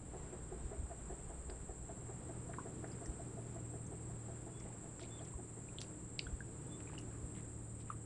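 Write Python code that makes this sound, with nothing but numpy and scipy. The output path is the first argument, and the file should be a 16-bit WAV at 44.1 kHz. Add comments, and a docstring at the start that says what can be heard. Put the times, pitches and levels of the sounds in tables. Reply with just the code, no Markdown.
"""A pond under a wooded hill: filtered noise gives wind rumble and a far rush, an engine hums in sine tones,
crickets drone and trill, a katydid ticks and a bush cricket hisses. From 0.15 s a far bird hoots five times
a second in two runs. From 0.6 s puffs of wind push the microphone; from 1.5 s someone handling a net snaps
and rustles dry stems, made of noise bursts and clicks. From 2.6 s water plops as ringing bubbles; from 4.5 s
a small bird whistles sliding notes."""
import sys
import numpy as np
from scipy import signal
from scipy.fft import rfft, irfft, next_fast_len
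from scipy.io import wavfile
from scipy.ndimage import map_coordinates

SR = 44100
rng = np.random.default_rng(int(sys.argv[2]) if len(sys.argv) > 2 else 0)


def store_wav(level_fs):
    """Save 16-bit WAV to argv[1]."""
    pcm = np.round(np.clip(np.atleast_2d(level_fs), -1, 1) * 32767)
    wavfile.write(sys.argv[1], SR, pcm.T.astype(np.int16))


N = 355313  # length in samples


def amp(db):
    """Turn decibels into a gain."""
    return 10 ** (np.asarray(db) / 20)


def unit(x):
    """Scale x to an average (rms) level of 1."""
    return x / np.sqrt(np.mean(x ** 2) + 1e-20)


def along(points, hz):
    """Read a value off (pitch, value) points, spacing the pitches on a log axis."""
    point_hz, values = np.transpose(points)
    return np.interp(np.log(hz + 1), np.log(point_hz + 1), values)


def curves(rows):
    """Join the rows by straight lines: one value per sample for each column after the time."""
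    times, *columns = np.transpose(rows)
    return [np.interp(np.arange(N) / SR, times, column) for column in columns]


def wobble(rate):
    """A smooth random curve through `rate` random points a second."""
    points = rng.standard_normal(4096)
    return map_coordinates(points, [np.arange(N) * rate / SR], mode="wrap")


def filtered(x, response):
    """Multiply the spectrum of x by a gain that depends on frequency."""
    size = next_fast_len(len(x) + 8192)
    spectrum = rfft(x, size) * response(np.fft.rfftfreq(size, 1 / SR))
    return irfft(spectrum, size)[:len(x)]


def noise(spectrum):
    """Random noise coloured by a table of relative levels, then scaled to rms 1."""
    return unit(filtered(rng.standard_normal(N), lambda hz: amp(along(spectrum, hz))))


def band(x, centre_hz, octaves):
    """Keep a bell-shaped band of x around one pitch."""
    return filtered(x, lambda hz: np.exp(-.5 * (np.log2((hz + 1) / centre_hz) / octaves) ** 2))


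def arch(u):
    """Swell smoothly from 0 to 1 and back as u goes from 0 to 1."""
    return np.sin(np.pi * np.clip(u, 0, 1)) ** 2


def add(track, start_s, x):
    """Mix x into the track from a start time."""
    part = track[max(round(start_s * SR), 0):][:len(x)]
    part += x[:len(part)]


def warm_up(full_s, db_per_s):
    """Level in dB of a singer that swells until full_s and then holds."""
    return db_per_s * np.minimum(np.arange(N) / SR - full_s, 0)


# How long scattered sound lingers around the pond: pitch_hz, time_to_fall_60_db_s
LINGER = [(200, 0.64), (1500, 0.094), (8000, 0.25)]


def outdoors(x, wet_db):
    """Banks and trees scatter sound into a fading tail of noise, 5 ms behind the direct sound."""
    hz, t, pieces = signal.stft(rng.standard_normal(SR // 2), SR, nperseg=256)
    fade = amp(-60 * t / along(LINGER, hz)[:, None])
    tail = signal.istft(pieces * fade, SR, nperseg=256)[1]
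    tail = np.pad(tail, (SR // 200, 0)) / np.linalg.norm(tail)
    return x + amp(wet_db) * signal.fftconvolve(x, tail)[:N]


# Colour of the wind rumble: pitch_hz, relative_level_db
RUMBLE_COLOUR = [(20, -4), (35, 2), (60, 9.5), (100, -9.5), (170, -7.5), (400, -49)]
# Colour of the far landscape's rush: pitch_hz, relative_level_db
RUSH_COLOUR = [(40, -5.5), (100, 2.5), (170, 3.5), (240, -3), (330, -3.5), (450, -5), (580, -10),
               (900, -13.5), (1300, -17), (2000, -23), (3500, -30.5), (6000, -37), (10500, -52.5),
               (12000, -59)]
# Rumble of the breeze at the microphone, before random wobble: time_s, level_db
BREEZE_LEVEL = [(0, -53), (1.7, -52), (2.8, -61.5), (5.9, -62), (7.1, -59.5), (8.06, -56.5)]
# Rush of the far landscape, before random wobble: time_s, level_db
RUSH_LEVEL = [(0, -53.5), (3, -54), (7, -55), (8.06, -57.5)]


def air():
    """Moving air makes an uneven low rumble, under the rush of the far landscape."""
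    rumble_db = curves(BREEZE_LEVEL)[0] + wobble(4)
    rush_db = curves(RUSH_LEVEL)[0] + wobble(6.2)
    return amp(rumble_db) * noise(RUMBLE_COLOUR) + amp(rush_db) * noise(RUSH_COLOUR)


# Tones in the engine's hum, before wobble: multiple_of_firing_rate, relative_level_db
EXHAUST_TONES = [(2, -9), (3, -1.5), (4, -14.5), (5, -16), (8, -14)]
# Colour of the engine's rough roar: pitch_hz, relative_level_db
ROAR_COLOUR = [(90, -19), (140, 6.5), (180, -1), (220, -7.5), (270, -1.5), (315, -1.5), (370, -5),
               (480, -9.5), (700, -40.5)]
# How well the engine carries, before wobble: time_s, hum_level_db, roar_level_db
ENGINE_LEVELS = [(0, -54, -67), (1.5, -65, -76), (2.1, -48, -61.5), (2.6, -50.5, -51.5), (4, -45.5, -58.5),
                 (4.9, -52, -59.5), (7, -48, -55), (8.06, -47.5, -60)]
ENGINE_HZ, ENGINE_SAG_HZ_PER_S = 40.17, .325  # firing rate at the start, and how fast it sinks


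def engine():
    """Only low exhaust tones and a dull roar of the slowing engine carry this far through the moving air."""
    rate = ENGINE_HZ - ENGINE_SAG_HZ_PER_S * np.arange(N) / SR
    hum_db, roar_db = curves(ENGINE_LEVELS)
    phase = 2 * np.pi * np.cumsum(rate * (1 + 0.0036 * wobble(14))) / SR
    hum = np.zeros(N)
    for multiple, level_db in EXHAUST_TONES:
        # shifting paths through the air blur the level and phase of each tone
        gain = amp(level_db + wobble(10))
        blur = .35 * wobble(9) + rng.uniform(0, 2 * np.pi)
        hum += gain * np.sin(multiple * phase + blur)
    return amp(hum_db) * hum + amp(roar_db + wobble(12)) * noise(ROAR_COLOUR)


def cricket(hz, rate, duty, scatter_hz):
    """Wing strokes ring a narrow, roughened tone that sinks within each chirp; the song's level is uneven."""
    cycle = (np.cumsum(rate * (1 + 0.0079 * wobble(3))) / SR + rng.random()) % 1
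    stroke = cycle / duty  # 0 to 1 while the wings sound, above 1 while they rest
    pitch = hz + scatter_hz * (wobble(300) + .5 - np.minimum(stroke, 1))
    chirps = np.sqrt(arch(stroke)) * np.sin(2 * np.pi * np.cumsum(pitch) / SR)
    bouts = amp(5 * np.minimum(wobble(5), .5))
    return unit(outdoors(chirps * bouts, wet_db=-4))


# Colour of the far cricket chorus: pitch_hz, relative_level_db
CHORUS_COLOUR = [(6000, -44), (6650, -23), (7000, -7.5), (7280, 0.5), (7600, -0.5), (7850, 1), (8100, -6),
                 (8350, -1), (8570, -15), (8850, -15.5), (9600, -27), (10200, -38), (10800, -27),
                 (12000, -70)]
# Far chorus, before a fixed lift and the shimmer: time_s, level_db
CHORUS_LEVEL = [(0, -64), (1.2, -61), (4, -62.5), (5.5, -60.5), (8.06, -62)]
# How each near cricket sings: chirps_per_s, share_of_cycle_sounding, scatter_hz, level_db
NEAR_CRICKETS = [(19.66, 0.73, 70, -64), (18.6, 0.37, 82, -66.5), (19, 0.65, 80, -77),
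                 (35, 0.65, 31, -72.5), (7.44, 0.78, 98, -84.5)]
# Middle pitch of each near cricket, in the same order: pitch_hz
NEAR_CRICKET_PITCHES = [7575, 8305, 7310, 8560, 9480]
LATE_CRICKET_DB, LATE_FULL_S, LATE_RISE_DB_PER_S = -74.5, 7.25, 17  # full level, when reached, its swell


def insects():
    """Countless far crickets merge into a shimmering drone; near ones stand out, and a slow one swells late."""
    shimmer = 1 + 0.12 * np.sin(2 * np.pi * np.cumsum(19.6 + 0.48 * wobble(3.3)) / SR)
    drone = amp(curves(CHORUS_LEVEL)[0] + 1.54) * noise(CHORUS_COLOUR) * shimmer
    near = np.zeros(N)
    for hz, (rate, duty, scatter_hz, level_db) in zip(NEAR_CRICKET_PITCHES, NEAR_CRICKETS):
        near += amp(level_db) * cricket(hz, rate, duty, scatter_hz)
    late = cricket(hz=9250, rate=7.3, duty=.65, scatter_hz=110)
    late_db = LATE_CRICKET_DB + warm_up(LATE_FULL_S, LATE_RISE_DB_PER_S)
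    return drone + near + amp(late_db) * late


# Colour of the katydid's rasp: pitch_hz, relative_level_db
RASP_COLOUR = [(6500, -22), (7800, 5.5), (8500, 5.5), (9000, -3.5), (9600, -1.5), (10200, -7.5),
               (10800, -38), (12000, -56)]
KATYDID_TICKS_PER_S = 22.1
KATYDID_DB, KATYDID_FULL_S, KATYDID_RISE_DB_PER_S = -68.5, 1.3, 3  # it warms up, then holds


def katydid():
    """It ticks at a nearly even pace; each tick is three quick rasps of noise and a rest."""
    rate = KATYDID_TICKS_PER_S * (1 + .007 * wobble(2.1))
    beat = 4 * (np.cumsum(rate) / SR % 1)  # counts 0 to 4 within a tick
    rasps = sum(size * arch(beat - k) for k, size in enumerate([.7, 1, .85]))
    level_db = KATYDID_DB + warm_up(KATYDID_FULL_S, KATYDID_RISE_DB_PER_S)
    return amp(level_db) * unit(outdoors(noise(RASP_COLOUR) * rasps, wet_db=-30))


# Colour of the bush cricket's hiss: pitch_hz, relative_level_db
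SIZZLE_COLOUR = [(11000, -45), (13000, -32), (14200, -3), (15200, -5), (15700, -4.5)]


def sizzle():
    """A bush cricket's very thin hiss of noise flutters in level about three times a second."""
    flutter = np.sin(2 * np.pi * np.cumsum(3.3 + 0.6 * wobble(2.3)) / SR)
    return amp(-72.5 + 1.1 * flutter) * noise(SIZZLE_COLOUR)


# Runs of hoots: first_note_s, notes_count, first_gap_s, each_gap_longer_by_s
RUNS_OF_HOOTS = [(.147, 13, .19, .0011), (2.662, 17, .1795, .00038)]


def hoot_times():
    """Within a run each gap is a little longer than the one before."""
    times = []
    for start_s, notes, gap_s, slowing_s in RUNS_OF_HOOTS:
        for k in range(notes):
            times.append(start_s + k * (gap_s + slowing_s * (k - 1) / 2))
    return times


# Colour of the hoarse breath in a hoot: pitch_hz, relative_level_db
HOARSE_COLOUR = [(220, -32), (340, -1), (430, 5), (540, -13), (690, 3), (830, -8.5), (1050, -18.5),
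                 (1700, -19), (2600, -41), (5000, -64)]
# The hooting bird's effort, which sets the levels of its notes: time_s, effort_db
BIRD_EFFORT = [(.15, -47.5), (.7, -46), (1.2, -49.5), (3.4, -51.5), (4.6, -55), (5.6, -58.5)]
HOOT_HZ, HOOT_SAG_HZ_PER_S = 352.8, 3.1  # the pitch sinks as the bird tires
HOOT_S, HOARSE_S = .028, 0.062  # length of a note's tone and of its hoarse part
HOOT_FALL = 0.23  # drop within a note, as a share of its pitch
HOOT_BODY_DB, HOOT_BODY_FOLLOWS = -51, 0.24  # low tone at an effort of -51 dB; its dB per dB of effort


def hoots():
    """Short, hoarse, falling notes echo off the hill; with less effort the overtone fades more than the low tone."""
    tones, hoarse, t = np.zeros(N), np.zeros(N), np.arange(SR // 10) / SR
    for s in hoot_times():
        effort_db = np.interp(s, *np.transpose(BIRD_EFFORT))
        hz = (HOOT_HZ - HOOT_SAG_HZ_PER_S * s) * (1 + .04 * rng.standard_normal())
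        falling_hz = hz * (1 + HOOT_FALL * (.5 - t / HOOT_S))
        phase = 2 * np.pi * np.cumsum(falling_hz) / SR + rng.standard_normal()
        body_db = HOOT_BODY_DB + HOOT_BODY_FOLLOWS * (effort_db - HOOT_BODY_DB)
        note = amp(body_db) * np.sin(phase) + amp(effort_db - 2.5) * np.sin(2 * phase)
        add(tones, s - HOOT_S / 2, arch(t / HOOT_S) * note)
        # the square root makes the breath swell fast and fade slowly
        breath = amp((effort_db + body_db) / 2 - 1.5) * arch(np.sqrt(t / HOARSE_S))
        add(hoarse, s - HOOT_S / 2, breath)
    return outdoors(tones + hoarse * noise(HOARSE_COLOUR), wet_db=-5.5)


# Wind puffs: start_s, level_db
WIND_PUFFS = [(.635, -36), (0.776, -33), (.822, -38), (1.471, -45), (1.595, -43), (3.077, -34.5),
              (5.335, -38.5), (6.25, -42), (6.317, -34.5), (7.224, -41)]
PUFF_S, PUFF_HZ = 0.043, 56  # length of every eddy, and its pitch at the start


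def puffs():
    """Each eddy pushes the microphone back and forth a few times, slightly faster as it goes."""
    out, t = np.zeros(N), np.arange(SR // 5) / SR
    push = arch(t / PUFF_S) * np.sin(2 * np.pi * PUFF_HZ * t * (1 + t))
    for start_s, level_db in WIND_PUFFS:
        add(out, start_s, amp(level_db) * push)
    return out


CRACKLE_SPREAD_DB = 5  # how much the clicks differ in strength


def crackle(length_s, centre_hz, count):
    """Brushed leaves give many tiny clicks, each ringing briefly at its own pitch; rms 1 over the length."""
    out, t = np.zeros(SR // 4), np.arange(SR // 50) / SR
    places = rng.beta(2, 2, count)  # clicks crowd towards the middle
    for place, (pitch, size) in zip(places, rng.standard_normal((count, 2))):
        hz = centre_hz * np.exp(0.28 * np.clip(pitch, -2, 2))
        ring = np.exp(-t * hz / 3) * np.sin(2 * np.pi * hz * t)
        add(out, place * length_s, amp(CRACKLE_SPREAD_DB * size) * ring)
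    return out / np.sqrt(np.sum(out ** 2) / (length_s * SR))


# Snapping stems, before a fixed lift: start_s, centre_hz, width_octaves, peak_db
STEM_SNAPS = [(1.499, 1900, 0.81, -42.5), (1.5, 4700, .12, -52), (2.535, 1890, .5, -45),
              (2.54, 1360, 0.36, -40.5), (2.844, 1540, 0.28, -45), (2.877, 7000, .88, -44),
              (2.918, 5000, .08, -53), (3.059, 5700, .2, -46), (3.867, 6440, 0.079, -53),
              (4.6, 5740, 0.18, -50.5), (4.995, 1590, 0.64, -44), (5.029, 3700, 0.77, -48),
              (5.037, 2360, 0.14, -50.5), (5.193, 3270, 0.1, -54), (5.25, 6000, .45, -46),
              (5.688, 2470, 0.093, -52.5), (5.786, 3330, 0.21, -34), (5.806, 5500, .56, -37),
              (5.8161, 4040, 1, -26.5), (6.1924, 4320, 0.3, -24.5), (6.194, 2490, 0.23, -28),
              (6.805, 2200, 0.75, -44.5), (6.987, 5800, 0.4, -40), (7.011, 8460, 0.45, -41)]
# Leaves being brushed: start_s, length_s, centre_hz, level_db
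LEAF_RUSTLES = [(2.515, 0.14, 1910, -73), (2.821, 0.2, 1680, -71), (4.562, 0.18, 2380, -72),
                (4.993, 0.071, 3800, -63), (5.136, 0.2, 2960, -74), (5.806, 0.038, 4400, -60.5),
                (6.192, 0.12, 3200, -80), (6.833, .19, 2100, -68), (7.098, 0.067, 1410, -68.5),
                (7.342, 0.071, 2600, -66), (7.428, 0.063, 1620, -72), (7.789, .04, 3500, -71),
                (7.852, .08, 2090, -68)]
SNAP_T60_S, SNAP_REF_DB = 0.028, -38.5  # splinters fall 60 dB in this time, for a snap of this table level
SNAP_HALVES_DB = 19  # extra force that halves the time


def stems():
    """A dry stem breaks with a crack and a splintering tail, shorter the harder it snaps; brushed leaves crackle."""
    out, t = np.zeros(N), np.arange(SR // 5) / SR
    lead = SR // 100  # room for the filter to ring ahead of the crack
    for start_s, hz, octaves, peak_db in STEM_SNAPS:
        t60 = SNAP_T60_S * 2 ** ((SNAP_REF_DB - peak_db) / SNAP_HALVES_DB)
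        splinters = rng.standard_normal(len(t)) * amp(-60 * t / t60)
        click = 11 * (t == 0)
        crack = band(np.pad(click + splinters, (lead, 0)), hz, octaves)
        add(out, start_s - lead / SR, amp(peak_db + 0.5) * crack / np.abs(crack).max())
    for start_s, length_s, hz, level_db in LEAF_RUSTLES:
        add(out, start_s, amp(level_db) * crackle(length_s, hz, count=70))
    return outdoors(out, wet_db=-13)


# Water plops: start_s, pitch_hz, rise_octaves_per_s, peak_db
WATER_PLOPS = [(2.584, 1034, 2, -35.5), (2.59, 1450, 0, -45.5), (3.058, 1870, 2, -52.5),
               (4.702, 820, 5, -48), (5.337, 1020, 8, -49.5), (6.267, 1480, 4, -43),
               (6.268, 3320, 0, -55.5), (6.405, 1626, -2, -41), (6.873, 2370, 17, -50.5),
               (6.897, 1150, 12, -50), (6.932, 880, 7, -48.5), (6.943, 1440, 35, -58),
               (6.979, 2790, 14, -44), (7.901, 1225, 1, -32.5)]
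BUBBLE_SWELL_S = .0022  # time a bubble takes to reach full strength


def plops():
    """Small bubbles swell and ring for a few cycles, most rising in pitch as they reach the surface."""
    out, t = np.zeros(N), np.arange(SR // 20) / SR
    u = t / BUBBLE_SWELL_S
    swell = (u * np.exp(1 - u)) ** 2
    for start_s, hz, rise, peak_db in WATER_PLOPS:
        phase = 2 * np.pi * np.cumsum(hz * 2 ** (rise * t)) / SR
        add(out, start_s, amp(peak_db) * swell * np.sin(phase))
    return outdoors(out, wet_db=-8)


# Whistled notes: start_s, highest_pitch_hz, peak_db
WHISTLED_NOTES = [(4.505, 3430, -69.5), (5.076, 3530, -62), (6.676, 3515, -62.5)]
WHISTLE_S, WHISTLE_BEND = 0.123, .08  # length; depth of the pitch arc


def whistles():
    """A small bird's thin note slides up, levels off and dips slightly, and lingers among the trees."""
    out, t = np.zeros(N), np.arange(SR // 5) / SR
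    for start_s, hz, peak_db in WHISTLED_NOTES:
        pitch = hz * (1 - WHISTLE_BEND * (t / WHISTLE_S - .65) ** 2)
        tone = np.sin(2 * np.pi * np.cumsum(pitch) / SR)
        add(out, start_s, amp(peak_db) * arch(t / WHISTLE_S) * tone)
    return outdoors(out, wet_db=-7)


def scene():
    """Add up everything around the pond, at one microphone."""
    steady = air() + engine() + insects() + katydid() + sizzle()
    events = hoots() + puffs() + stems() + plops() + whistles()
    return (steady + events)[None]


# Final treble shaping: pitch_hz, gain_db
TREBLE_SHAPE = [(10500, -0.5), (10780, -10.5), (11000, -38), (16000, -12)]
TOP_HZ = 15600  # nothing is kept from here up


def record(dry):
    """The treble drops steeply near 11 kHz, partly returns towards 15 kHz, and stops at TOP_HZ."""
    return filtered(dry[0], lambda hz: amp(along(TREBLE_SHAPE, hz)) * (hz < TOP_HZ))[None]


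dry = scene()
out = record(dry)
store_wav(out)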